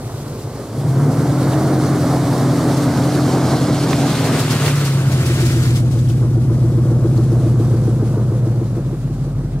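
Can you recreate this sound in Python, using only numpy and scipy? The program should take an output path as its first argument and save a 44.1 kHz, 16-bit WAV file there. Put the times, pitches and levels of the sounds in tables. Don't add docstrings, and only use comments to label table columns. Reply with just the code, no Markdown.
import sys
import numpy as np
from scipy import signal
from scipy.io import wavfile
from scipy.ndimage import uniform_filter1d

SR = 44100
rng = np.random.default_rng(int(sys.argv[2]) if len(sys.argv) > 2 else 0)


def invert_db(level):
    return 10 ** (np.asarray(level, dtype=float) / 20)


def inscribe(sig):
    pcm = np.round(np.clip(np.atleast_2d(sig).T, -1, 1) * 32767)
    wavfile.write(sys.argv[1], SR, pcm.astype(np.int16))


N = 423360
T = np.arange(N) / SR

# t/s, blend (-1 ahead, 0 overhead, 1 behind), lag of
VIEW_BLEND = [(0, -0.29, 3.5), (.9, -0.38, 0.5), (1.4, -0.55, 1.5), (3.7, -0.7, -1), (4.4, 0.056, -1),
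              (5.2, 0.18, -5), (5.75, 0.46, -6.5), (5.9, 0.63, -5), (7.2, 0.96, -2.5), (7.6, 0.95, 2.5),
              (9.6, 0.52, 3.5)]
# t/s, level/dB
ENGINE_LEVEL = [(0, -34.5), (.7, -33), (1.0, -26), (1.6, -23), (2.1, -23.5), (2.8, -22.5), (4.3, -23.5),
                (4.7, -28), (5.0, -33), (5.2, -30), (5.7, -35), (6.2, -36.5), (6.6, -33.5), (7.5, -31.5),
                (8.1, -32), (8.7, -35), (9.0, -38.5), (9.6, -38.5)]


def evened(x):
    return x / np.sqrt(np.mean(x ** 2) + 1e-20)


def smooth(x, samples):
    return uniform_filter1d(uniform_filter1d(x, samples), samples)


def spectrum(points, hz):
    f, value = np.transpose(points)
    return np.interp(np.log(hz + 1), np.log(f + 1), value)


def curve(rows, t):
    s, *columns = np.transpose(rows)
    return [np.interp(t, s, c) for c in columns]


def ramp(start_s, length_s):
    return np.clip((T - start_s) / length_s, 0, 1)


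def swell(peak_s, peak_db, rise_db_per_s, fall_db_per_s):
    return peak_db - np.where(T < peak_s, rise_db_per_s, fall_db_per_s) * abs(T - peak_s)


def follow(pivot_db, share):
    return pivot_db + share * (curve(ENGINE_LEVEL, T)[0] + 33.5)


def panned(db, pan_db):
    return invert_db(db + np.outer([.5, -.5], pan_db))


def resonate(x, hz, width):
    r = np.exp(-np.pi * width / SR)
    return 2 * signal.lfilter([1 - r], [1, -r * np.exp(2j * np.pi * hz / SR)], x).real


def air(magnitude, size, lo, hi):
    # f/Hz, correlation
    same_ahead = [(60, 0.99), (180, 1.0), (550, 1), (1650, 0.89), (4970, 1), (15000, 0.36)]
    same_past = [(60, 1), (180, 1.0), (550, 0.96), (1650, 0.87), (4970, 0.19), (15000, 0.089)]
    # f/Hz,
    # level/dB
    lean_ahead = [(500, 0.1), (2000, -1), (4500, -0.3), (13000, -1.4)]
    lean_past = [(500, -0.5), (2000, 4), (4500, -0.7), (9000, 5), (13000, 7)]
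    frames = N * 2 // size + 3
    hz = np.fft.rfftfreq(size, 1 / SR)[:, None]
    t = np.arange(frames) * size / 2 / SR
    a, b, c, d, patches = rng.standard_normal((frames, len(hz), 5)).T
    patches = evened(uniform_filter1d(uniform_filter1d(patches, 8, 0), 6, 1))
    place, lag = curve(VIEW_BLEND, t)
    past = np.clip(place + 1, 0, 1)
    same = (1 - past) * spectrum(same_ahead, hz) + past * spectrum(same_past, hz)
    same = np.clip(same, -1, 1)
    lean = invert_db(.5 * ((4 - past) * spectrum(lean_ahead, hz) + past * spectrum(lean_past, hz)))
    left = a + 1j * b
    right = np.exp(2j * np.pi * hz * lag / SR) * same * left
    right = right + np.sqrt(1 - same ** 2) * (c + 1j * d)
    shape = magnitude(hz, t)
    inside = (hz > lo) & (hz < hi)
    shape = shape / np.sqrt((inside * shape ** 2).sum(0)) * invert_db(0.95 * patches)
    z = np.array([left * lean, right / lean]) * shape
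    return signal.istft(z, window="cosine", nperseg=size, noverlap=size // 2)[1][:, :N] * 0.53


def rumble():
    # f/Hz, level/dB
    ground = [(12, -66), (20, -37), (37, -15.5), (70, -12), (118, 2.5), (160, -12.5), (210, -39),
              (350, -120)]
    return invert_db(-27.5) * air(lambda hz, t: invert_db(spectrum(ground, hz) + 0 * t), 4096, 20, 200)


def leaves():
    # t/s, level/dB
    crackle_level = [(0, -46), (.7, -46), (1.45, -39), (2.5, -37.5), (3.3, -35), (3.8, -33.5), (4.45, -31),
                     (4.7, -29), (4.93, -36), (5.06, -37), (5.3, -34), (5.62, -34), (5.77, -39),
                     (5.83, -46), (6.05, -45.5), (6.3, -50), (7.7, -47.5), (9.6, -55)]
    # f/Hz, level/dB
    colour_ahead = [(710, -19), (1200, -10), (1370, -40), (1520, -1.5), (1680, -39), (2130, -12.5),
                    (2580, -16), (4380, -6.5), (9420, -13.5), (12900, -21), (15100, -27), (15800, -33)]
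    colour_overhead = [(530, -32), (900, -3), (1310, -1), (1760, -3.5), (1940, -3), (3750, -6), (4380, -6),
                       (6060, -9.5), (8370, -9.5), (13500, -17.5), (15800, -23)]
    colour_behind = [(880, -26), (1500, -6.5), (1720, -11.5), (2660, -14), (4020, -11), (5560, -10.5),
                     (8750, -10.5), (12200, -16), (15000, -24), (15800, -29)]

    def shape(hz, t):
        place = np.clip(curve(VIEW_BLEND, t)[0], -1, 1)
        db = np.maximum(-place, 0) * spectrum(colour_ahead, hz)
        db = db + np.maximum(place, 0) * spectrum(colour_behind, hz)
        db = db + (1 - abs(place)) * spectrum(colour_overhead, hz)
        tilt = np.interp(t, (1.6, 3.6), [3, -1])
        return invert_db(db + tilt * np.log2(hz / 5000 + 0.12))

    cracks = invert_db(2.7 * np.minimum(rng.exponential(1, N), 5)) * (rng.random(N) < 400 / SR)
    decay = np.exp(-1 / (0.0013 * SR))
    grain = np.sqrt(1 + 0.061 * signal.lfilter([1], [1, -decay], cracks ** 2))
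    clumps = invert_db(1.07 * evened(uniform_filter1d(rng.standard_normal(N), 1800)))
    return air(shape, 512, 3030, 7040) * evened(grain * clumps) * invert_db(curve(crackle_level, T)[0] + 2.5)


def crushes():
    # t/s, peak level/dB, left minus right/dB
    handfuls = [(1.55, -30, 0), (2.77, -19, 0), (3.2, -29, 8), (3.58, -28, 0), (3.9111, -24, -2.0),
                (4.06, -20, -1.0), (4.2463, -16, -1), (4.393, -11.5, 2.5), (4.507, -11, 2.5),
                (4.5721, -34, 0.5), (4.6524, -13, -2), (4.757, -17, 0.5), (4.851, -13.5, 1.0),
                (4.885, -23, 1.0), (4.99, -32, 1.5), (5.12, -18, 1.5), (5.262, -14.5, 1.5),
                (5.3473, -21, 5), (5.4077, -17, 1.0), (5.454, -14.5, 3), (5.518, -19, 6), (5.626, -21, 8),
                (5.759, -18.5, 5), (5.916, -28, 12), (5.9869, -28, 6), (6.091, -25, 6), (6.54, -32, 2),
                (7.165, -28, 4), (7.32, -30, 1), (7.6, -49, 37)]
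    out, t = np.zeros((2, N + 4000)), np.arange(4000) / SR
    bright = signal.butter(1, [3000, 8500], "band", fs=SR, output="sos")
    envelope = np.exp(-t / .024) * (1 - np.exp(-t / .012)) * 1.3
    for s, db, pan_db in handfuls:
        burst = evened(signal.sosfilt(bright, rng.standard_normal((2, 4000)))) * envelope
        out[:, round((s - .008) * SR):][:, :4000] += panned(db, pan_db) * burst / 3
    return out[:, :N]


def twigs():
    # t/s, peak level/dB, f/Hz, left minus right/dB
    snaps = [(1.534, -22, 2920, -2), (2.27, -40, 3000, -1), (3.93, -6.5, 1265, -8), (4.51, -23, 3100, .5),
             (4.644, -17, 1600, -7), (4.663, -13, 3000, 0), (4.68, -14, 2000, -13), (4.702, -19, 2600, -4),
             (1.15, -26, 1500, 0), (5.771, -32, 4970, 12), (5.94, -38, 4630, 11), (5.949, -39, 3100, 2),
             (5.99, -33, 3660, -1), (6.075, -34, 3200, 5), (6.1, -30, 3040, 3), (6.549, -40, 2000, 2),
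             (7.175, -30, 4400, -6), (7.234, -43, 5100, 3), (7.738, -46, 2700, 1.5)]
    # peak level/dB, width/Hz
    snap_width = [(-34, 400), (-28, 1400), (-12, 2300)]
    out, t = np.zeros((2, N + 2000)), np.arange(2000) / SR
    for s, db, hz, pan_db in snaps:
        width = curve(snap_width, db)[0]
        burst = rng.standard_normal(2000) * np.exp(-t / 0.004)
        snap = resonate(resonate(burst, hz, width), hz, width)
        out[:, round(s * SR):][:, :2000] += panned(db - 5.0, pan_db) * snap / abs(snap).max()
    return out[:, :N]


def roar(cycles):
    # f/Hz, level/dB
    coming = [(120, -39), (220, 5.5), (330, 1.5), (470, -4), (730, -3.5), (870, -9.5), (1240, -12),
              (2200, -22), (3000, -51)]
    leaving = [(120, -26), (200, -4), (290, -5), (380, -2.5), (500, -4), (860, -16.5), (1240, -18.5),
               (2200, -39.5), (3000, -55)]

    def shape(hz, t):
        going = np.clip(curve(VIEW_BLEND, t)[0] * .5 + .5, 0, 1)
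        return invert_db((1 - going) * spectrum(coming, hz) + going * spectrum(leaving, hz))

    puffs = 1 + .15 * np.cos(16 * np.pi * cycles)
    puffs += .17 * ramp(5, 1) * np.cos(2 * np.pi * (cycles - .2))
    lumps = invert_db(1.12 * evened(uniform_filter1d(rng.standard_normal(N), 2500)))
    return air(shape, 2048, 492.6, 1480) * puffs * lumps * invert_db(curve(ENGINE_LEVEL, T)[0] - 0.2)


def crank():
    # t/s, firing rate/Hz
    firing_rate = [(0.0, 48.03), (0.5, 48.43), (0.7, 53.35), (1.05, 74.33), (1.4, 88.3), (1.65, 90.4),
                   (2.15, 83.98), (2.55, 82.85), (3.45, 86.77), (3.7, 85.41), (4.5, 75.35), (5.2, 63.19),
                   (5.45, 60.68), (6.15, 58.66), (6.8, 59.35), (8.55, 54.66), (9.0, 47.25), (9.6, 47.35)]
    speed = curve(firing_rate, T)[0]
    return np.cumsum(speed) / 8 / SR, np.clip((55.5 - speed) / 5, 0, 1)


def firings(cycles, places, strength, delay_ms, rough, jitter_ms):
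    at = np.arange(int(cycles[-1]) + 1)[:, None] + places
    chance = rng.standard_normal(at.shape + (2,))
    s = np.interp(at, cycles, T, 0, 99) + (delay_ms + jitter_ms * chance[..., 0]) / 1000
    x = np.zeros(N + 1)
    np.add.at(x, np.clip((s * SR).astype(int), 0, N), strength * (1 + rough * chance[..., 1]))
    return x[:N] / np.gradient(cycles)


def duct(x, modes, level_db, low_hz, high_hz):
    y = sum(np.sign(sign) * invert_db(db) * resonate(x, hz, w) for hz, w, db, sign in modes)
    y = signal.sosfilt(signal.butter(3, [low_hz, high_hz], "band", fs=SR, output="sos"), y)
    return y / np.sqrt(smooth(y ** 2, 9000) + 1e-9) * invert_db(level_db)


def fan(turn):
    waver = invert_db(.7 * evened(smooth(rng.standard_normal(N), 3000)))
    tone = np.cos(3.47 * turn) + 0.64 * np.cos(3 * turn) + 0.38 * np.cos(2 * turn)
    heard = ramp(0.53, .4) * (1 - ramp(4.49, 0.423))
    return np.sqrt(2) * invert_db(follow(-35.5, 1.25)) * heard * waver * tone


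def pipe_hum(turn):
    overtones = [(11, -28), (12, -40), (13, -44), (14, -38), (15, -32), (16, -37.5), (17, -42)]
    hum = sum(invert_db(db) * np.cos(k * turn / 4 + 2 * np.pi * rng.random()) for k, db in overtones)
    lift_db = np.maximum(swell(4.5, 0, 40, 26) + 7, 0)
    return np.sqrt(2) * hum * invert_db(follow(1.66, 0.76) + lift_db) * ramp(4.72, 1.0)


def firing_tone(turn, idle):
    thump_db = np.where(T > 5.05, -30.5 + 6 * (T - 9), -44.5)
    thump = np.sqrt(2) * invert_db(thump_db) * idle * (np.cos(turn) + 1.1 * np.cos(3 * turn))
    return thump - np.sqrt(2) * invert_db(swell(5.5, -34, 14, 61)) * np.cos(2 * turn)


def intake(cycles):
    # strength, extra delay/ms
    cylinders = [(.78, .54), (.37, -.94), (1.36, -.16), (.82, 2.01), (1.06, -.22), (.54, -.94), (1.36, .55),
                 (.58, -.77)]
    # f/Hz, width/Hz, level/dB, sign
    modes = [(101.6, 34.4, -31, -1), (139.3, 14.9, -18.5, 1), (187, 25, -52, -1), (265.3, 35, -39, 1),
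             (426, 63, -47, -1)]
    idle_db, gulp_db, cruise_db = -32.5, 4, -17
    open_s, opening_s, settle_s = 0.74, 0.094, 0.33
    places = np.arange(8) / 8 + 0.0512
    clicks = firings(cycles, places, *np.transpose(cylinders), rough=0.12, jitter_ms=0.35)
    gulp = gulp_db * np.exp(-np.maximum(T - open_s - 3 * opening_s, 0) / settle_s)
    opened = 1 - np.exp(-np.maximum(T - open_s, 0) / (.5 * opening_s))
    level_db = idle_db + opened * (cruise_db + gulp - idle_db)
    level_db += 15 * np.clip(T - 4.35, 0, .8)
    return duct(clicks, modes, level_db, 82, 293) * np.sqrt(np.clip((5.25 - T) / 1.26, 0, 1))


def tailpipe(cycles, idle, behind):
    # strength, extra delay/ms
    cylinders = [(1.38, 2.83), (.81, .94), (.7, -4.43), (1.14, 3.25), (.74, 1.74), (1.02, 1.59),
                 (.78, -1.37), (1.02, -4.55)]
    # f/Hz, width/Hz, level/dB, sign
    loaded_modes = [(56.5, 14.7, -40.4, 1), (97.8, 12, -22.9, 1), (122.1, 31.6, -27, -1),
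                    (148.8, 13.3, -35.2, 1), (276, 83, -48, -1)]
    idle_modes = [(129, 9.8, 1.5, 1), (248, 54, -9, 1)]
    level_db = -12.5 - 4 * np.maximum(T - 7.55, 0) - 3.5 * idle
    places = np.arange(8) / 8 - .098
    clicks = firings(cycles, places, *np.transpose(cylinders), rough=.04, jitter_ms=.05)
    loaded = duct(clicks, loaded_modes, level_db, 40, 300) * np.sqrt(behind * (1 - idle))
    unloaded = resonate(duct(clicks, idle_modes, level_db + 3.0, 104, 340), 121, 72)
    return loaded + unloaded * np.sqrt(behind * idle)


def silencer_bark(cycles, idle, behind):
    barks = [(.105, 0), (.68, -8)]
    # t/s, level/dB
    bark_level = [
        (5.05, -29),
        (5.4, -24),
        (5.72, -31),
        (5.9, -36),
        (6.45, -28),
        (7.2, -24),
        (7.7, -26),
        (8.2, -30.5),
        (8.75, -30.5),
    ]
    bark_hz = 336
    places, db = np.transpose(barks)
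    later = cycles - .1 * ramp(7.9, .6)
    clicks = resonate(firings(later, places, invert_db(db), 0, rough=0.08, jitter_ms=0.1), bark_hz, 45)
    bark = duct(clicks, [(bark_hz, 34, 0, 1), (490, 11, 2, -1)], curve(bark_level, T)[0] + 1, 283, 485)
    bark *= np.sqrt(behind) * (1 - 0.7 * ramp(8.85, 0.13))
    clicks = firings(cycles, places + 0.32, invert_db(0.31 * db), 0, rough=.15, jitter_ms=0.1)
    ring = duct(clicks, [(499, 10, 0, 1)], follow(-41, .6), 450, 503) * ramp(5.4, 0.58) * (1 - idle)
    clicks = firings(later, places[:1] + 0.0296, 1, 0, rough=.1, jitter_ms=0.11)
    pop = duct(clicks, [(244, 33, 1, 1), (406, 47, -3.7, -1)], swell(8, -26.5, 11, 15), 240, 630)
    return bark + ring + pop


def engine(cycles, idle):
    behind = ramp(5.05, .4)
    turn = 16 * np.pi * cycles
    ducts = intake(cycles) + tailpipe(cycles, idle, behind) + silencer_bark(cycles, idle, behind)
    return ducts + firing_tone(turn, idle) + pipe_hum(turn) + fan(turn)


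def scene():
    cycles, idle = crank()
    low = engine(cycles, idle)
    late = np.roll(low, 4)
    echo = signal.hilbert(low).imag
    wide = invert_db(-22) * ramp(4.7, 1.0) * echo
    ports = np.array([low * invert_db(-2.17) + wide, late * invert_db(-2.4) - wide])
    return ports + rumble() + leaves() + crushes() + twigs() + roar(cycles)


def roll_off(x):
    return signal.sosfilt(signal.butter(12, 15960, fs=SR, output="sos"), x)


def record(dry):
    limited = 1.287 * np.tanh(dry / 1.093)
    edge = signal.firwin(511, 15820, window=("kaiser", 9), fs=SR)
    return roll_off(signal.oaconvolve(limited, edge[None], "same"))


dry = scene()
out = record(dry)
inscribe(out)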